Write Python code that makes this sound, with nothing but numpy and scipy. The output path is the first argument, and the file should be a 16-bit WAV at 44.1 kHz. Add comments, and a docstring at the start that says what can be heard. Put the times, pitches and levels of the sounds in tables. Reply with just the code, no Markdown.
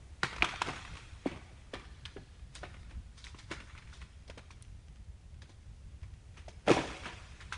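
"""Branches and slabs break as heavy snow creeps down a wooded slope, heard from one microphone some way off.
Each break is a short pressure pulse, a spray of splinters and a few falling bits; near the end
something thick gives way in a run of thumps. The trees scatter every crack into a long echo.
Behind it lie the faint crackle, low rumble and distant hiss of the moving snow."""
import sys
import numpy as np
from scipy import signal
from scipy.fft import rfft, irfft
from scipy.io import wavfile
from scipy.ndimage import uniform_filter1d

SR = 44100
rng = np.random.default_rng(int(sys.argv[2]) if len(sys.argv) > 2 else 0)


def persist_wave(psi):
    """Save psi, clipped to +-1, as 16-bit WAV."""
    counts = np.round(np.clip(psi, -1, 1) * 32767).astype(np.int16)
    wavfile.write(sys.argv[1], SR, np.atleast_2d(counts).T)


N = 333837

# Colour of splintering wood. Each row: frequency in Hz, spectrum level in dB.
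SPLINTER_SPECTRUM = [(300, -10), (700, -11.5), (1000, 0.5), (1600, 0), (2300, 2), (3000, -4.5), (4000, -16),
                     (6000, -38.5), (10000, -43)]
# Colour of icy fizz. Each row: frequency in Hz, spectrum level in dB.
FIZZ_SPECTRUM = [(1500, -56), (3300, 8.5), (4300, 7), (6200, 6), (7500, -1), (9500, -1.5), (11000, -23)]


def gain_of(db):
    """Decibels to amplitude."""
    return 10 ** (np.asarray(db) / 20)


def unit_rms(x):
    """Scales to rms 1."""
    return x / np.sqrt(np.mean(x ** 2) + 1e-20)


def value_at(points, hz):
    """Reads a curve along a log-frequency axis."""
    f, value = np.transpose(points)
    return np.interp(np.log(hz + 1), np.log(f + 1), value)


def add(mix, s, sound):
    """Mixes a sound in at time s."""
    part = mix[max(round(s * SR), 0):][:len(sound)]
    part += sound[:len(part)]


def coloured(x, spectrum, size=4096):
    """Causal filter of unit energy with the given spectrum, so that clicks keep a sharp front."""
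    log_gain = np.log(gain_of(value_at(spectrum, abs(np.fft.fftfreq(size, 1 / SR)))))
    response = np.fft.ifft(np.exp(np.conj(signal.hilbert(log_gain)))).real
    return signal.oaconvolve(x, response / np.linalg.norm(response))[:N]


def drift(per_s):
    """Random wander of rms 1, no faster than per_s."""
    hz = np.fft.rfftfreq(N, 1 / SR)
    return unit_rms(irfft(rfft(rng.standard_normal(N)) * (hz < per_s), N))


def clicks(per_s, spread_db):
    """Clicks at random moments: many weak, a few strong."""
    size = gain_of(spread_db * np.minimum(rng.exponential(1, N), 4))
    return size * rng.choice([-1, 1], N) * (rng.random(N) < per_s / SR)


def patchy(x, depth_db, size, count):
    """Lifts and sinks random patches, count bins wide and count frames long, in frames of size samples."""
    frames = signal.stft(x, SR, nperseg=size)[2]
    patches = uniform_filter1d(rng.standard_normal(frames.shape), count, axis=1)
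    patches = unit_rms(uniform_filter1d(patches, count, axis=0))
    return signal.istft(frames * gain_of(depth_db * patches), SR, nperseg=size)[1][:N]


def breaks_and_debris(bits_each=3, bit_db=-50, fade_db_per_s=25, typical_spray_db=-36):
    """Lists the breaks and the bits they shake loose, which land soon after as small breaks."""
    # Snaps are low for slabs and thick wood, high for twigs. Each row: start in seconds, snap peak in dB,
    # pitch in Hz, spray level in dB, spray decay in seconds, body and fizz in dB relative to the spray.
    breaks = [(0.2319, -19, 1440, -23, 0.0059, -0.5, -12.5), (0.2459, -24, 1560, -40, 0.029, -27, -8),
              (0.4229, -9, 2390, -23.5, 0.0048, -2.5, -11.5), (0.4431, -22, 1177, -28.5, .01, -9, -10),
              (.538, -34.5, 770, -49, 0.0069, 1, -15), (0.6177, -18, 1010, -26, 0.0041, -24, -6),
              (0.683, -32, 377, -40, 0.015, -14, -10.5), (1.258, -28.5, 550, -46, 0.0026, 13.5, -31),
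              (1.261, -21, 290, -42, 0.029, -9, -13.5), (1.735, -34, 540, -38, 0.018, -5, -11.5),
              (2.0536, -30.5, 3240, -47, 0.01, -30, -2.5), (2.058, -32, 3200, -56, 0.0057, -15, -10),
              (2.163, -36, 387, -50, 0.01, 5, -28), (2.5524, -34.5, 7850, -49, 0.02, -6, 2),
              (2.631, -37, 587, -42.5, .019, -2.5, -18), (2.768, -49, 2070, -61, 0.0047, -18, -14),
              (3.242, -34.5, 3730, -54.5, 0.018, -22, 2.5), (3.268, -37, 2070, -60.5, 0.029, -8, 0.5),
              (3.345, -46, 1110, -55, 0.0078, 1, -20), (3.511, -35.5, 348, -36, 0.019, -6.5, -7.5),
              (3.750, -51, 1430, -55, 0.014, -14, -18), (3.777, -43.5, 2250, -51.5, 0.013, -27, -7.5),
              (3.928, -46, 1420, -59, 0.052, -5.5, 1.5), (4.297, -41, 564, -46.5, 0.0081, -2, -6.5),
              (4.374, -42.5, 467, -46.5, 0.013, -2, -7.5), (4.505, -47, 1030, -64.5, 0.01, -13, 1),
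              (4.508, -45, 2400, -62.5, 0.017, -10, 0.5), (4.6242, -38.5, 9070, -66.5, .004, -12, 12),
              (6.021, -36, 75.6, -58.5, 0.016, -7, -8), (6.481, -38, 657, -53.5, 0.015, -2, -0.5),
              (6.680, -18, 610, -27.5, 0.0065, 7.5, -13), (6.694, -19, 1270, -29, 0.0043, 6, -9),
              (6.702, -12.5, 463, -30, 0.0085, 3, -10), (6.7119, -12, 326, -27.5, 0.0086, 0.5, -10.5),
              (6.768, -29, 730, -36, 0.023, 4.5, -30), (7.056, -32.5, 1510, -41.5, 0.038, -4, -13.5),
              (7.405, -42, 1910, -51.5, 0.034, -13, -6.5), (7.524, -26, 1410, -38.5, 0.018, -45, -6.5)]
    bit_spray = (0.0043, -8, -9.5)  # decay, body and fizz, as above
    rows = list(breaks)
    for (s, _, _, spray_db, *_), bits in zip(breaks, rng.uniform(-1, 1, (len(breaks), bits_each, 3))):
        for late, size, pitch in bits:
            fall_s = .06 + .33 * abs(late)
            # bigger breaks drop bigger bits, and late bits land more faintly
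            db = bit_db + 0.95 * (spray_db - typical_spray_db) - fade_db_per_s * fall_s + 2.5 * size
            tick_hz = 1924 * 2 ** (.7 * pitch)
            rows.append((s + fall_s, db + 3, tick_hz, db, *bit_spray))
    return [row for row in rows if row[0] < N / SR]


def snaps(breaks, pitch_factor=1, fray_db=-10.0, typical_hz=1000, typical_db=-31):
    """Each break sends out a pulse of a few cycles, then a weaker one as the last fibres part."""
    out, t = np.zeros(N), np.arange(SR // 12) / SR

    def pulse(hz, cycles):
        """A sine under an envelope that peaks after the given number of cycles."""
        u = t * hz * pitch_factor / cycles
        return u * np.exp(1 - u) * np.sin(2 * np.pi * u * cycles)

    frays = rng.uniform([2.5, .8], [6, 1.5], (len(breaks), 2))
    for (s, db, hz, *_), (wait, detune) in zip(breaks, frays):
        # thin wood rings for more cycles, a hard break for fewer
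        cycles = 0.95 * (hz / typical_hz) ** 0.22 * gain_of(0.079 * (typical_db - db))
        add(out, s, gain_of(db) * pulse(hz, cycles))
        add(out, s + wait * cycles / hz, gain_of(db + fray_db) * pulse(hz * detune, cycles))
    return out


def crunches(breaks, lag_cycles=0.62, rise_share=0.061, strain_db=-9.0, strain_share=0.55):
    """Fibres and crust give way in a dying spray of clicks: dull body, woody splinter and icy fizz."""
    # Packed snow is crushed without a snap. Each row: start in seconds, level in dB, decay in seconds,
    # body and fizz in dB relative to that level.
    crushes = [(.327, -42, 0.018, -6, -17), (0.407, -47.5, 0.013, 7.5, -15),
               (0.486, -40.5, 0.029, -14, -10.5), (.665, -46, 0.04, 7, -5), (0.757, -47, 0.031, -12, -9.5),
               (0.876, -53, 0.0089, -16, -16), (0.967, -48, 0.026, -16, -7.5), (1.312, -55, 0.044, 5, -12),
               (2.741, -55, 0.0099, 2, -23), (2.906, -56.5, 0.018, -2, -9), (3.176, -59.5, 0.035, -18, 4.5),
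               (3.386, -50.5, 0.02, -27, -1), (3.602, -46, 0.011, -6.5, -12), (3.695, -55, 0.022, -29, -18),
               (4.014, -53, 0.018, -10, -8), (4.277, -58, 0.011, 4, -0.5), (5.417, -54, .013, -2.5, -3),
               (5.492, -65.5, 0.022, 6, 3), (6.371, -51.5, 0.026, -9.5, -8), (6.664, -49, .019, 5, -5),
               (6.675, -33, 0.006, 9.5, -18), (6.731, -42.5, 0.063, 5, -2)]
    # Colour of the dull body. Each row: frequency in Hz, spectrum level in dB.
    body_spectrum = [(60, -51.5), (130, 5), (210, -2), (340, 3), (450, -2.5), (720, 2), (1000, -9.5),
                     (2000, -60.5)]
    t = np.arange(-SR // 20, SR // 4) / SR
    spray = clicks(per_s=5000, spread_db=2.5) * gain_of(0.65 * drift(per_s=320))
    spray = np.pad(spray, (0, len(t)), mode="wrap")
    body, splinter, fizz = np.zeros((3, N))
    # splinters fly part-way into the snap, so later from thick wood
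    splintering = [(s + lag_cycles / hz, *rest) for s, _, hz, *rest in breaks]
    for s, db, decay_s, body_db, fizz_db in crushes + splintering:
        # in a slow break the first fibres tear early; a brittle one comes unannounced
        slowness = min(decay_s / .021, 1) ** 4
        strain = gain_of(strain_db) * slowness * np.exp(-abs(t) / (strain_share * decay_s))
        age = np.maximum(t, 0) / decay_s
        release = (1 - np.exp(-age / rise_share)) * np.exp(-age)
        burst = spray[round(s * SR) % N:][:len(t)] * (strain + release)
        burst *= gain_of(db) * np.sqrt(SR * decay_s / 2) / (np.linalg.norm(burst) + 1e-12)
        add(body, s + t[0], burst * gain_of(body_db))
        add(splinter, s + t[0], burst)
        add(fizz, s + t[0], burst * gain_of(fizz_db))
    return (coloured(body, body_spectrum) + coloured(splinter, SPLINTER_SPECTRUM)
            + coloured(fizz, FIZZ_SPECTRUM))


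def tree_echo(build_s=0.0023, near_db=-5.5, near_s=0.051, size=256):
    """Answer of snow and trees to one click: a quick nearby scatter, then a tail dying band by band."""
    # Colour of the tail. Each row: frequency in Hz, level in dB.
    tail_spectrum = [(60, -13), (150, -9), (330, -15.5), (700, -9.5), (1400, -5.5), (2400, -6.5),
                     (4500, -4.5), (10000, -3.5)]
    # How long the woods ring. Each row: frequency in Hz, seconds to fall by 60 dB.
    ring_times = [(120, 0.64), (350, 1.32), (800, 1.28), (2000, 1.78), (4500, 2.1), (9000, 2.4)]
    reflections = unit_rms(clicks(per_s=5000, spread_db=3.0)[:2 * SR])
    hz, t, frames = signal.stft(reflections, SR, nperseg=size)
    decay_per_s = np.log(1000) / value_at(ring_times, hz)[:, None]
    tail_gain = gain_of(value_at(tail_spectrum, hz))[:, None]
    tail = tail_gain * np.exp(-decay_per_s * t) * np.sqrt(2 * decay_per_s / SR)
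    near = gain_of(near_db) * np.exp(-t / near_s) * np.sqrt(2 / near_s / SR)
    envelope = np.hypot(tail, near) * (1 - np.exp(-t / build_s))
    return signal.istft(frames * envelope, SR, nperseg=size)[1]


def slope_echoes(x, places=4):
    """Breaks happen at shifting places along the front, and each place has its own echo."""
    # Distance from the microphone, heard as more or less echo. Each row: time in seconds, echo feed in dB.
    echo_feed = [(.2, -3.5), (1.301, -1.5), (4.4, -5), (6.7, -2)]
    x = x * gain_of(np.interp(np.arange(N) / SR, *np.transpose(echo_feed)))
    shares = np.array([drift(per_s=20) for _ in range(places)])
    shares /= np.linalg.norm(shares, axis=0)
    return sum(signal.fftconvolve(x * share, tree_echo())[:N] for share in shares)


def creep(splinter_db=-82.0, fizz_db=-86.0, clump_db=4.0, crumb_s=0.0033):
    """Crumbs of snow and small twigs crackle faintly in clumps all along the moving front."""
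    t = np.arange(SR // 20) / SR
    grit = rng.standard_normal(len(t)) * np.exp(-t / crumb_s)
    crumbs = signal.oaconvolve(clicks(per_s=200, spread_db=5.), grit)[:N]
    crumbs *= gain_of(clump_db * drift(per_s=14))
    woody = gain_of(splinter_db) * unit_rms(coloured(crumbs, SPLINTER_SPECTRUM))
    icy = gain_of(fizz_db) * unit_rms(coloured(crumbs, FIZZ_SPECTRUM))
    return woody + icy


def rumble(level_db=-52, waver_db=2.54, half_swell_s=0.045):
    """Deep wavering noise under the sliding mass, swelling at each lurch."""
    # The mass lurches. Each row: time in seconds, rise in dB.
    lurches = [(.40, 10.5), (2.98, 12.5), (6.77, 2)]
    # Colour of the rumble. Each row: frequency in Hz, spectrum level in dB.
    rumble_spectrum = [(15, -16.5), (28, -13.5), (45, -3), (62, 0), (95, -6), (140, -14), (220, -24),
                       (400, -52), (900, -71)]
    t = np.arange(N) / SR
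    swell_db = sum(db * np.exp(-((t - s) / half_swell_s) ** 2) for s, db in lurches)
    noise = coloured(rng.standard_normal(N), rumble_spectrum)
    steady = noise / np.sqrt(uniform_filter1d(noise ** 2, size=8000))
    return steady * gain_of(level_db + waver_db * drift(per_s=13) + swell_db)


def snow_hiss():
    """Smooth wash of moving snow, far from the microphone."""
    # Strength of the wash. Each row: time in seconds, level in dB.
    wash_levels = [(0, -61), (2.4, -64), (5.2, -65.5), (7.5, -62.5)]
    # Colour of the wash. Each row: frequency in Hz, spectrum level in dB.
    wash_spectrum = [(100, 13.5), (300, 6), (600, 2), (1200, -3.5), (2200, -3.5), (4500, -8.5),
                     (7000, -9.5), (10500, -13)]
    level_db = np.interp(np.arange(N) / SR, *np.transpose(wash_levels))
    return gain_of(level_db) * unit_rms(coloured(rng.standard_normal(N), wash_spectrum))


def scene(crunch_db=-1., sideways_db=-12.0, echo_db=-.5):
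    """The slope in mono: direct breaks and their echoes from the trees, over rumble and hiss."""
    breaks = breaks_and_debris()
    # every splinter has its own size, so each spray favours a few pitches
    sprays = patchy(crunches(breaks), depth_db=2.5, size=256, count=3)
    crumbling = gain_of(crunch_db) * sprays + creep()
    pulses = snaps(breaks)
    # a break radiates another pitch in each direction, so its echo is broader than the snap itself
    sideways = pulses - snaps(breaks, pitch_factor=0.658) - snaps(breaks, pitch_factor=1.467)
    echoes = slope_echoes(crumbling + gain_of(sideways_db) * sideways)
    # clumps of trees return the sound unevenly
    echoes = patchy(echoes, depth_db=2.3, size=512, count=4)
    return (pulses + crumbling + gain_of(echo_db) * echoes + rumble() + snow_hiss())[None]


def record(dry, edge_hz=10500):
    """The recorder cuts off the treble above its band limit."""
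    lowpass = signal.firwin(301, edge_hz, window=("kaiser", 8), fs=SR)
    return signal.oaconvolve(dry, lowpass[None], "same")


dry = scene()
out = record(dry)
persist_wave(out)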